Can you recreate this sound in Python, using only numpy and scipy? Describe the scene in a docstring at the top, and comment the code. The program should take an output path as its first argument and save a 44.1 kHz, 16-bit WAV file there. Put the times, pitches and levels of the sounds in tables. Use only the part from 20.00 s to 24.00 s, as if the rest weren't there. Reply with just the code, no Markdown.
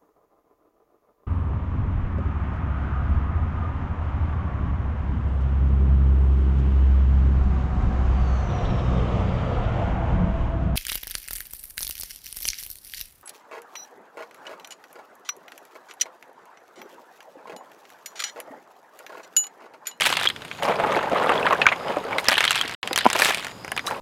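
"""Wet snail shells drop by the handful onto a pile in a woven basket, close by and outdoors.
Each shell rings and snaps as it lands, and heavy landings make the basket thump. Between handfuls,
hands rummage in a tub of water: sunken shells knock dully, with sloshing, bubbles and spray.
Insects buzz far away. The sound cuts out briefly before the last handful, and the hardest blows
overload the recorder."""
import sys
import numpy as np
from scipy import signal
from scipy.fft import rfft, irfft, next_fast_len
from scipy.io import wavfile
from scipy.ndimage import map_coordinates

SR = 44100
rng = np.random.default_rng(int(sys.argv[2]) if len(sys.argv) > 2 else 0)


def to_wav(sig):
    """Store sig (one row per channel, or 1-D mono) as 16-bit WAV at the path in sys.argv[1].

    Samples outside -1..1 are clipped; the rate is SR.
    """
    pcm = np.clip(np.atleast_2d(sig), -1, 1) * 32767
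    pcm = np.round(pcm).astype(np.int16)
    wavfile.write(sys.argv[1], SR, pcm.T)  # frames by channels


N = 176400
SIZE = 4096  # samples in one short sound


def amp(db):
    """Turn decibels into a gain."""
    return 10 ** (np.asarray(db) / 20)


def unit(x):
    """Scale a sound to an average (rms) level of 1."""
    return x / np.sqrt(np.mean(x ** 2, axis=-1, keepdims=True) + 1e-20)


def colour(points, f):
    """Gain at each frequency f, along a curve through (pitch_hz, level_db) points."""
    hz, db = np.transpose(points)
    return amp(np.interp(np.log(f + 1), np.log(hz + 1), db))


def resonance(f, hz, q):
    """A filter that rings at hz; a higher sharpness q rings longer."""
    return 1j * f * hz / q / (hz * hz - f * f + 1j * f * hz / q)


def filtered(x, response):
    """Turn each frequency of x up or down by response(frequency)."""
    size = next_fast_len(N + SIZE)
    return irfft(rfft(x, size) * response(np.fft.rfftfreq(size, 1 / SR)), size)[:N]


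def noise(points):
    """Steady noise with the given tone colour."""
    return unit(filtered(rng.standard_normal(N), lambda f: colour(points, f)))


def wobble(rate):
    """A smooth curve through rate random values a second."""
    return map_coordinates(rng.standard_normal(SIZE), [np.arange(N) * rate / SR], mode="wrap")


def level(curves):
    """Gain over time from lists of (time_s, level_db), silent outside them."""
    t = np.arange(N) / SR
    return sum(amp(np.interp(t, *np.transpose(rows), left=-np.inf, right=-np.inf)) for rows in curves)


def place(times, sounds):
    """Add up short sounds, each at its start time."""
    index = np.round(np.maximum(times, 0) * SR).astype(int)[:, None] + np.arange(SIZE)
    return np.bincount(index.ravel(), sounds.ravel(), N)[:N]


# Tone colour of the air: pitch_hz, level_db
AIR_COLOUR = [(20, -16.5), (130, 5), (320, 0.5), (1000, -1.5), (2000, -12), (4000, -14), (6000, -23.5),
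              (13000, -25.5), (16000, -42)]
# Insect buzzes: pitch_hz, half_width_hz, drift_fraction, level_db
INSECT_BUZZES = [(4940, 170, 0.0056, -61), (6850, 230, 0.017, -66.5)]
def outdoors():
    """Quiet air, and two thin buzzes of far insects that swell and drift in pitch."""
    air = amp(-43) * noise(AIR_COLOUR)
    for hz, width, drift, db in INSECT_BUZZES:
        rasp = unit(filtered(rng.standard_normal(N), lambda f: 1 / (1 + (f / width) ** 2)))
        pitch = hz * np.exp(drift * wobble(rate=6))
        tone = np.sin(2 * np.pi * np.cumsum(pitch) / SR)
        air = air + amp(db + 5 * wobble(rate=6)) * unit(rasp * tone)
    return air


def chirps(rows):
    """Each bubble rings briefly while its pitch rises. A fade is the time to fall by 60 dB."""
    t = np.arange(SIZE) / SR
    start, db, hz, fade, rise = np.transpose(rows)[:, :, None]
    pitch = hz * 2 ** (rise * np.minimum(t, fade))
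    tone = np.sin(2 * np.pi * np.cumsum(pitch, axis=1) / SR)
    attack = 1 - np.exp(-t / 0.00019)
    return place(start[:, 0], amp(db - 60 * t / fade) * tone * attack)


def bubbling(per_s, hz, spread, cycles, rise_octaves):
    """A stream of bubbles of random size: small ones ring higher and fade sooner."""
    timing, loudness, size = rng.standard_normal((int(per_s * N / SR), 3)).T
    starts = (np.arange(len(timing)) + timing / 2) / per_s
    pitch = hz * np.exp(np.clip(spread * size, -1, 0.8))
    fade = cycles / pitch
    return unit(chirps(np.transpose([starts, 8 * np.tanh(loudness), pitch, fade, rise_octaves / fade])))


def droplets():
    """Tiny droplets tick like very small bubbles."""
    return bubbling(per_s=35, hz=5100, spread=0.4, cycles=21, rise_octaves=0.04)


# Tone colour of spray and of a shell's snap: pitch_hz, level_db
BRIGHT_COLOUR = [(2500, 3.5), (4500, 9), (6500, 7), (10000, 6.5), (13500, 2), (16000, -9)]
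# Bursts of spray: start_s, level_db, attack_s, fade_s
SPRAY_BURSTS = [(0, -31.5, 0.071, 0.34), (0.622, -33, 0.011, 0.19), (1.22, -53, 0.037, 3.5),
                (2.179, -35, 0.0039, 0.16), (2.29, -52, 0.082, 1.5), (3.139, -27, .1, 0.37),
                (3.855, -32.5, 0.013, 0.24)]
def spray():
    """Fine drops crackle as hands break the surface and water runs off the shells."""
    t = np.arange(N) / SR
    swell = sum(np.clip((t - start) / attack, 0, 1) * amp(db - 60 * np.maximum(t - start - attack, 0) / fade)
                for start, db, attack, fade in SPRAY_BURSTS)
    fizz = unit(noise(BRIGHT_COLOUR) * amp(7.5 * wobble(rate=700)))
    return swell * (fizz + amp(-3.5) * droplets())


# How hard the water is stirred, one list for each spell: time_s, level_db
STIRRING_LEVELS = [
    [(.6, -39), (.64, -24), (.69, -20.5), (.76, -26), (.83, -23.5), (.88, -26), (.99, -24.5), (1.07, -30),
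     (1.14, -23.5), (1.3, -22.5), (1.41, -25), (1.54, -25), (1.65, -31), (1.8, -36), (1.9, -27),
     (2.02, -36.5), (2.12, -27), (2.25, -39.5)],
    [(2.83, -38), (3.15, -47), (3.55, -64)],
    [(3.84, -40), (3.92, -32.5), (4.0, -35.5)],
]
# Single bubbles and drips: start_s, level_db, pitch_hz, fade_s, rise_octaves_per_s
SINGLE_BUBBLES = [(0.2728, -3, 3250, 0.023, 4.5), (.837, -9, 810, 0.051, 11.6),
                  (1.378, -16, 3330, 0.018, 4), (1.429, -14.5, 2530, .018, 20),
                  (1.455, -13.5, 888, 0.11, 19), (1.657, -9.5, 1516, 0.047, 7.9),
                  (1.6665, 4, 2300, 0.012, 3), (1.6667, -1.5, 1160, 0.021, 2.6),
                  (1.686, -16, 2400, 0.04, 13), (2.129, -17, 2230, 0.034, 3.2),
                  (2.3555, -7, 2970, 0.0096, 3), (2.613, -8, 3200, 0.02, 2),
                  (2.875, -14.5, 3050, 0.0082, 3.4), (3.869, -24.5, 3870, 0.081, 2.2),
                  (3.876, -20, 998, 0.087, 44)]
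def bubbles():
    """Stirring makes gurgles and droplet ticks; a few bubbles stand out."""
    gurgle = bubbling(per_s=45, hz=1174, spread=0.406, cycles=39, rise_octaves=0.66)
    stirred = amp(-6.5) * gurgle + amp(-28.5) * droplets()
    return chirps(SINGLE_BUBBLES) + level(STIRRING_LEVELS) * stirred


# What surrounds a shell: muffled_above_hz, scatter_db, scatter_fade_s
PILE, TUB = (4160, -1.4, 0.052), (3600, 0.91, 0.075)
def contacts(rows, tones, space):
    """Each gritty hit rings a shell, makes a bright snap and scatters among its neighbours."""
    start, db, hz, snap_db = np.transpose(rows)[:, :, None]
    muffle_hz, scatter_db, scatter_fade = space
    t, f = np.arange(SIZE) / SR, np.fft.rfftfreq(SIZE, 1 / SR)
    hiss, chance = rng.standard_normal((2, len(rows), SIZE))

    def burst(fade_s):
        return unit(hiss * amp(-60 * t / fade_s)) / np.sqrt(SIZE)

    grit = amp(-9) * burst(fade_s=0.013)
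    scatter = amp(scatter_db) * burst(scatter_fade) * (1 - np.exp(-t / 0.00051))
    push = rfft((t == 0) + grit + scatter)
    body = 0
    for k, (ratio, tone_db, q) in enumerate(tones):
        detune = np.exp(0.2 * np.log(ratio) * chance[:, k, None])  # no two shells are alike
        body = body + (-1) ** k * amp(tone_db) * resonance(f, hz * ratio * detune, q)
    muffle = signal.freqs(*signal.butter(4, 1, analog=True), f / muffle_hz)[1]
    ring = irfft(push * body * muffle)
    ring /= np.abs(ring).max(axis=1, keepdims=True)

    ping_hz = 6900 * np.exp(0.24 * chance[:, -1, None])  # one high tone, new for each hit
    ping = 1 + amp(7) * resonance(f, ping_hz, q=6)
    snap_s, delay_s = 0.0074, 0.000339
    delay = np.exp(-2j * np.pi * f * delay_s)
    snap = irfft(push * ping * colour(BRIGHT_COLOUR, f) * delay) * np.exp(-t / snap_s)
    snap = unit(snap) * np.sqrt(snap_s * SR / SIZE)
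    return place(start[:, 0], amp(db) * (ring + amp(snap_db) * snap))


def jostle(tones, space, per_s, hz, snap_db, spread, vary_db):
    """Shells bump each other in an uneven stream of small hits."""
    timing, loudness, size, snap = rng.standard_normal((4, int(per_s * N / SR)))
    starts = (np.arange(len(timing)) + timing / 2) / per_s
    pitch = hz * np.exp(spread * size)
    rows = np.transpose([starts, vary_db * np.tanh(loudness), pitch, snap_db + 4 * snap])
    return unit(contacts(rows, tones, space))


# Tone colour of sloshing water: pitch_hz, level_db
SLOSH_COLOUR = [(30, -30), (180, -2), (330, -6.5), (470, 5.5), (900, 1), (2000, -13.5), (3200, -17),
                (5000, -31.5), (15000, -46)]
# Tones of a shell under water: pitch_ratio, level_db, sharpness_q
SUNKEN_TONES = [(.55, -5.5, 2.6), (1, 3.5, 7.4), (1.45, -5.5, 2.5), (2.6, -13.5, 1.63)]
# Shells knocking under water: start_s, level_db, pitch_hz
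SUNKEN_KNOCKS = [(0.624, -15.5, 826), (0.679, -11.5, 620), (0.799, -10.5, 675), (0.838, -13, 900),
                 (0.847, -16, 840), (0.921, -12, 1100), (0.965, -7, 830), (1.128, -12.5, 635),
                 (1.243, -11, 900), (1.293, -7, 830), (1.318, -9, 814), (1.466, -5.5, 1280),
                 (1.508, -6.5, 1100), (1.526, -6, 1090), (1.6165, -4.5, 2560), (1.666, -2.5, 1450),
                 (1.6878, -9, 2170), (1.717, -13, 1220), (1.722, -9, 2120), (1.969, -9, 627),
                 (2.91, -17.5, 498), (3.154, -11.5, 690), (3.91, -14.5, 886)]
def tub():
    """Stirring sloshes the water and knocks shells together: dull when deep, clicking near the top."""
    dull_snap_db = -40
    knocks = contacts([(*row, dull_snap_db) for row in SUNKEN_KNOCKS], SUNKEN_TONES, TUB)
    deep = jostle(SUNKEN_TONES, TUB, per_s=170, hz=799, snap_db=dull_snap_db, spread=0.333, vary_db=4.5)
    shallow = jostle(SUNKEN_TONES, PILE, per_s=60, hz=2455, snap_db=-29, spread=0.28, vary_db=9.5)
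    churn = rng.standard_normal(N) * amp(4.7 * np.tanh(wobble(rate=60)))
    slosh = unit(filtered(churn, lambda f: colour(SLOSH_COLOUR, f)))
    return knocks + level(STIRRING_LEVELS) * (amp(-3.5) * deep + amp(-14) * shallow + amp(-2.5) * slosh)


def jolts():
    """The two hardest blows add a low bump."""
    t = np.arange(SIZE) / SR
    pitch_hz, fade_s, starts_s = 72, 0.043, [1.666, 2.285]
    bump = amp(-30.5 - 60 * t / fade_s) * np.cos(2 * np.pi * pitch_hz * t)
    return place(starts_s, np.tile(bump, (2, 1)))


# Tones of the loaded basket: pitch_hz, level_db, fade_s
BASKET_TONES = [(225, 1.5, 0.029), (757, 13, 0.0097), (994, 8, 0.025), (1380, 2, 0.011)]
# Hollow thumps: start_s, level_db
BASKET_THUMPS = [(2.285, -13), (3.0552, -3.5), (3.0632, 4)]
def basket():
    """Heavy landings ring the low tones of the basket."""
    t = np.arange(SIZE) / SR
    ring = sum((-1) ** k * amp(db - 60 * t / fade) * np.sin(2 * np.pi * hz * t)
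               for k, (hz, db, fade) in enumerate(BASKET_TONES))
    ring = signal.sosfilt(signal.butter(2, 190, "high", fs=SR, output="sos"), ring)
    starts, db = np.transpose(BASKET_THUMPS)
    return place(starts, amp(db)[:, None] * ring / np.abs(ring).max())


# Tones of a shell in the air: pitch_ratio, level_db, sharpness_q
SHELL_TONES = [(0.418, -5.5, 1.43), (.68, -4, 2.67), (0.997, 0.5, 8.3), (1.352, -4.5, 5.8),
               (2.1, -8.5, 6.7)]
# How much the pile moves, one list for each handful: time_s, level_db
SETTLING_LEVELS = [
    [(0, -28.5), (.06, -23.5), (.15, -30), (.26, -27), (.31, -57.5), (.6, -42.5)],
    [(2.24, -36.5), (2.295, -26), (2.44, -29.5), (2.56, -27.5), (2.64, -35), (2.75, -35)],
    [(2.83, -43), (2.95, -51), (3.0, -31), (3.09, -33), (3.24, -21.5), (3.36, -31.5), (3.52, -41.5)],
]
# Shell landing on shell: start_s, level_db, pitch_hz, snap_db (compared with the ring)
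SHELL_CLACKS = [(0.0087, -14, 2950, -14), (0.0192, -5, 2210, -25), (0.0312, -18, 3000, -18),
                (0.0543, -9, 2630, -23), (0.0612, -7, 2580, -20), (0.0695, -7.5, 2620, -22),
                (0.0927, -11.5, 2700, -25.5), (0.1261, -6, 3400, -29.5), (0.17, -6, 2740, -24.5),
                (0.1906, -13, 2800, -44), (0.2129, -13, 1520, -29), (0.2316, -20, 1590, -14),
                (0.2584, -8, 3560, -28), (0.2885, -13.5, 4150, -20), (0.3005, -10, 3270, -29),
                (0.3618, -20, 3340, -28.5), (0.4199, -22.5, 2560, -31), (0.4495, -21.5, 2250, -24.5),
                (0.5135, -17, 2330, -35), (2.1836, -6.5, 1990, -30.5), (2.2848, -1, 1520, -10.5),
                (2.3186, -5.5, 1780, -32), (2.3294, -4, 2370, -29), (2.3405, -13, 3000, -22),
                (2.3797, -2, 2880, -30), (2.3832, -2.5, 3020, -33), (2.4062, -5, 1720, -23.5),
                (2.4413, -3.5, 3530, -26), (2.4516, -3.5, 3300, -25), (2.4781, -3, 3060, -36.5),
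                (2.5075, -3.5, 2810, -19), (2.5165, -12, 2740, -17.5), (2.5557, -12, 2900, -20),
                (2.5775, -10, 3340, -29), (2.593, -16, 3070, -33), (2.612, -6.5, 3000, -22.5),
                (2.83, -11, 2320, -33), (2.875, -11.5, 3080, -23.5), (2.9306, -16, 2040, -10.5),
                (2.9598, -7.5, 3200, -15.5), (2.9766, -2.5, 2690, -17.5), (2.9874, -5.5, 3830, -21.5),
                (3.1009, -9.5, 2390, -20), (3.1305, -9, 3000, -14.5), (3.1909, -12.5, 2280, -16.5),
                (3.22, -2, 1740, -24.5), (3.2475, -8, 3840, -15.5), (3.2564, -6.5, 1780, -23),
                (3.2882, -9.5, 1600, -29), (3.3064, -12, 1700, -23), (3.3461, -9.5, 2300, -20.5),
                (3.3727, -16, 1760, -23), (3.4465, -16.5, 1700, -20.5), (3.468, -20, 1380, -19),
                (3.647, -20.5, 1350, -21), (3.6791, -19, 1620, -26), (3.718, -13.5, 1720, -19),
                (3.7648, -16.5, 1500, -22), (3.7765, -7.5, 2340, -30.5), (3.7934, -13.5, 1600, -31),
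                (3.8704, -15.5, 3890, -20)]
def shells():
    """Shells land on the pile, then roll and settle; air pockets ring in the water between them."""
    clacks = contacts(SHELL_CLACKS, SHELL_TONES, PILE)
    rolling = jostle(SHELL_TONES, PILE, per_s=190, hz=2400, snap_db=-26.5, spread=0.34, vary_db=6)
    squelch = bubbling(per_s=190, hz=3200, spread=0.18, cycles=34, rise_octaves=0.05)
    return clacks + level(SETTLING_LEVELS) * (amp(1.5) * rolling + amp(-10) * squelch)


def scene():
    """All the sources together in one channel."""
    return (outdoors() + spray() + bubbles() + tub() + jolts() + basket() + shells())[None]


def record(dry):
    """The sound cuts out briefly, the loudest peaks clip and the highest treble is removed."""
    t = np.arange(N) / SR
    sound_on = (t < 2.7505) | (t > 2.829)
    clipped = np.clip(dry[0] * sound_on, -1, 1)
    return filtered(clipped, lambda hz: hz < 16000)[None]


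dry = scene()
out = record(dry)
to_wav(out)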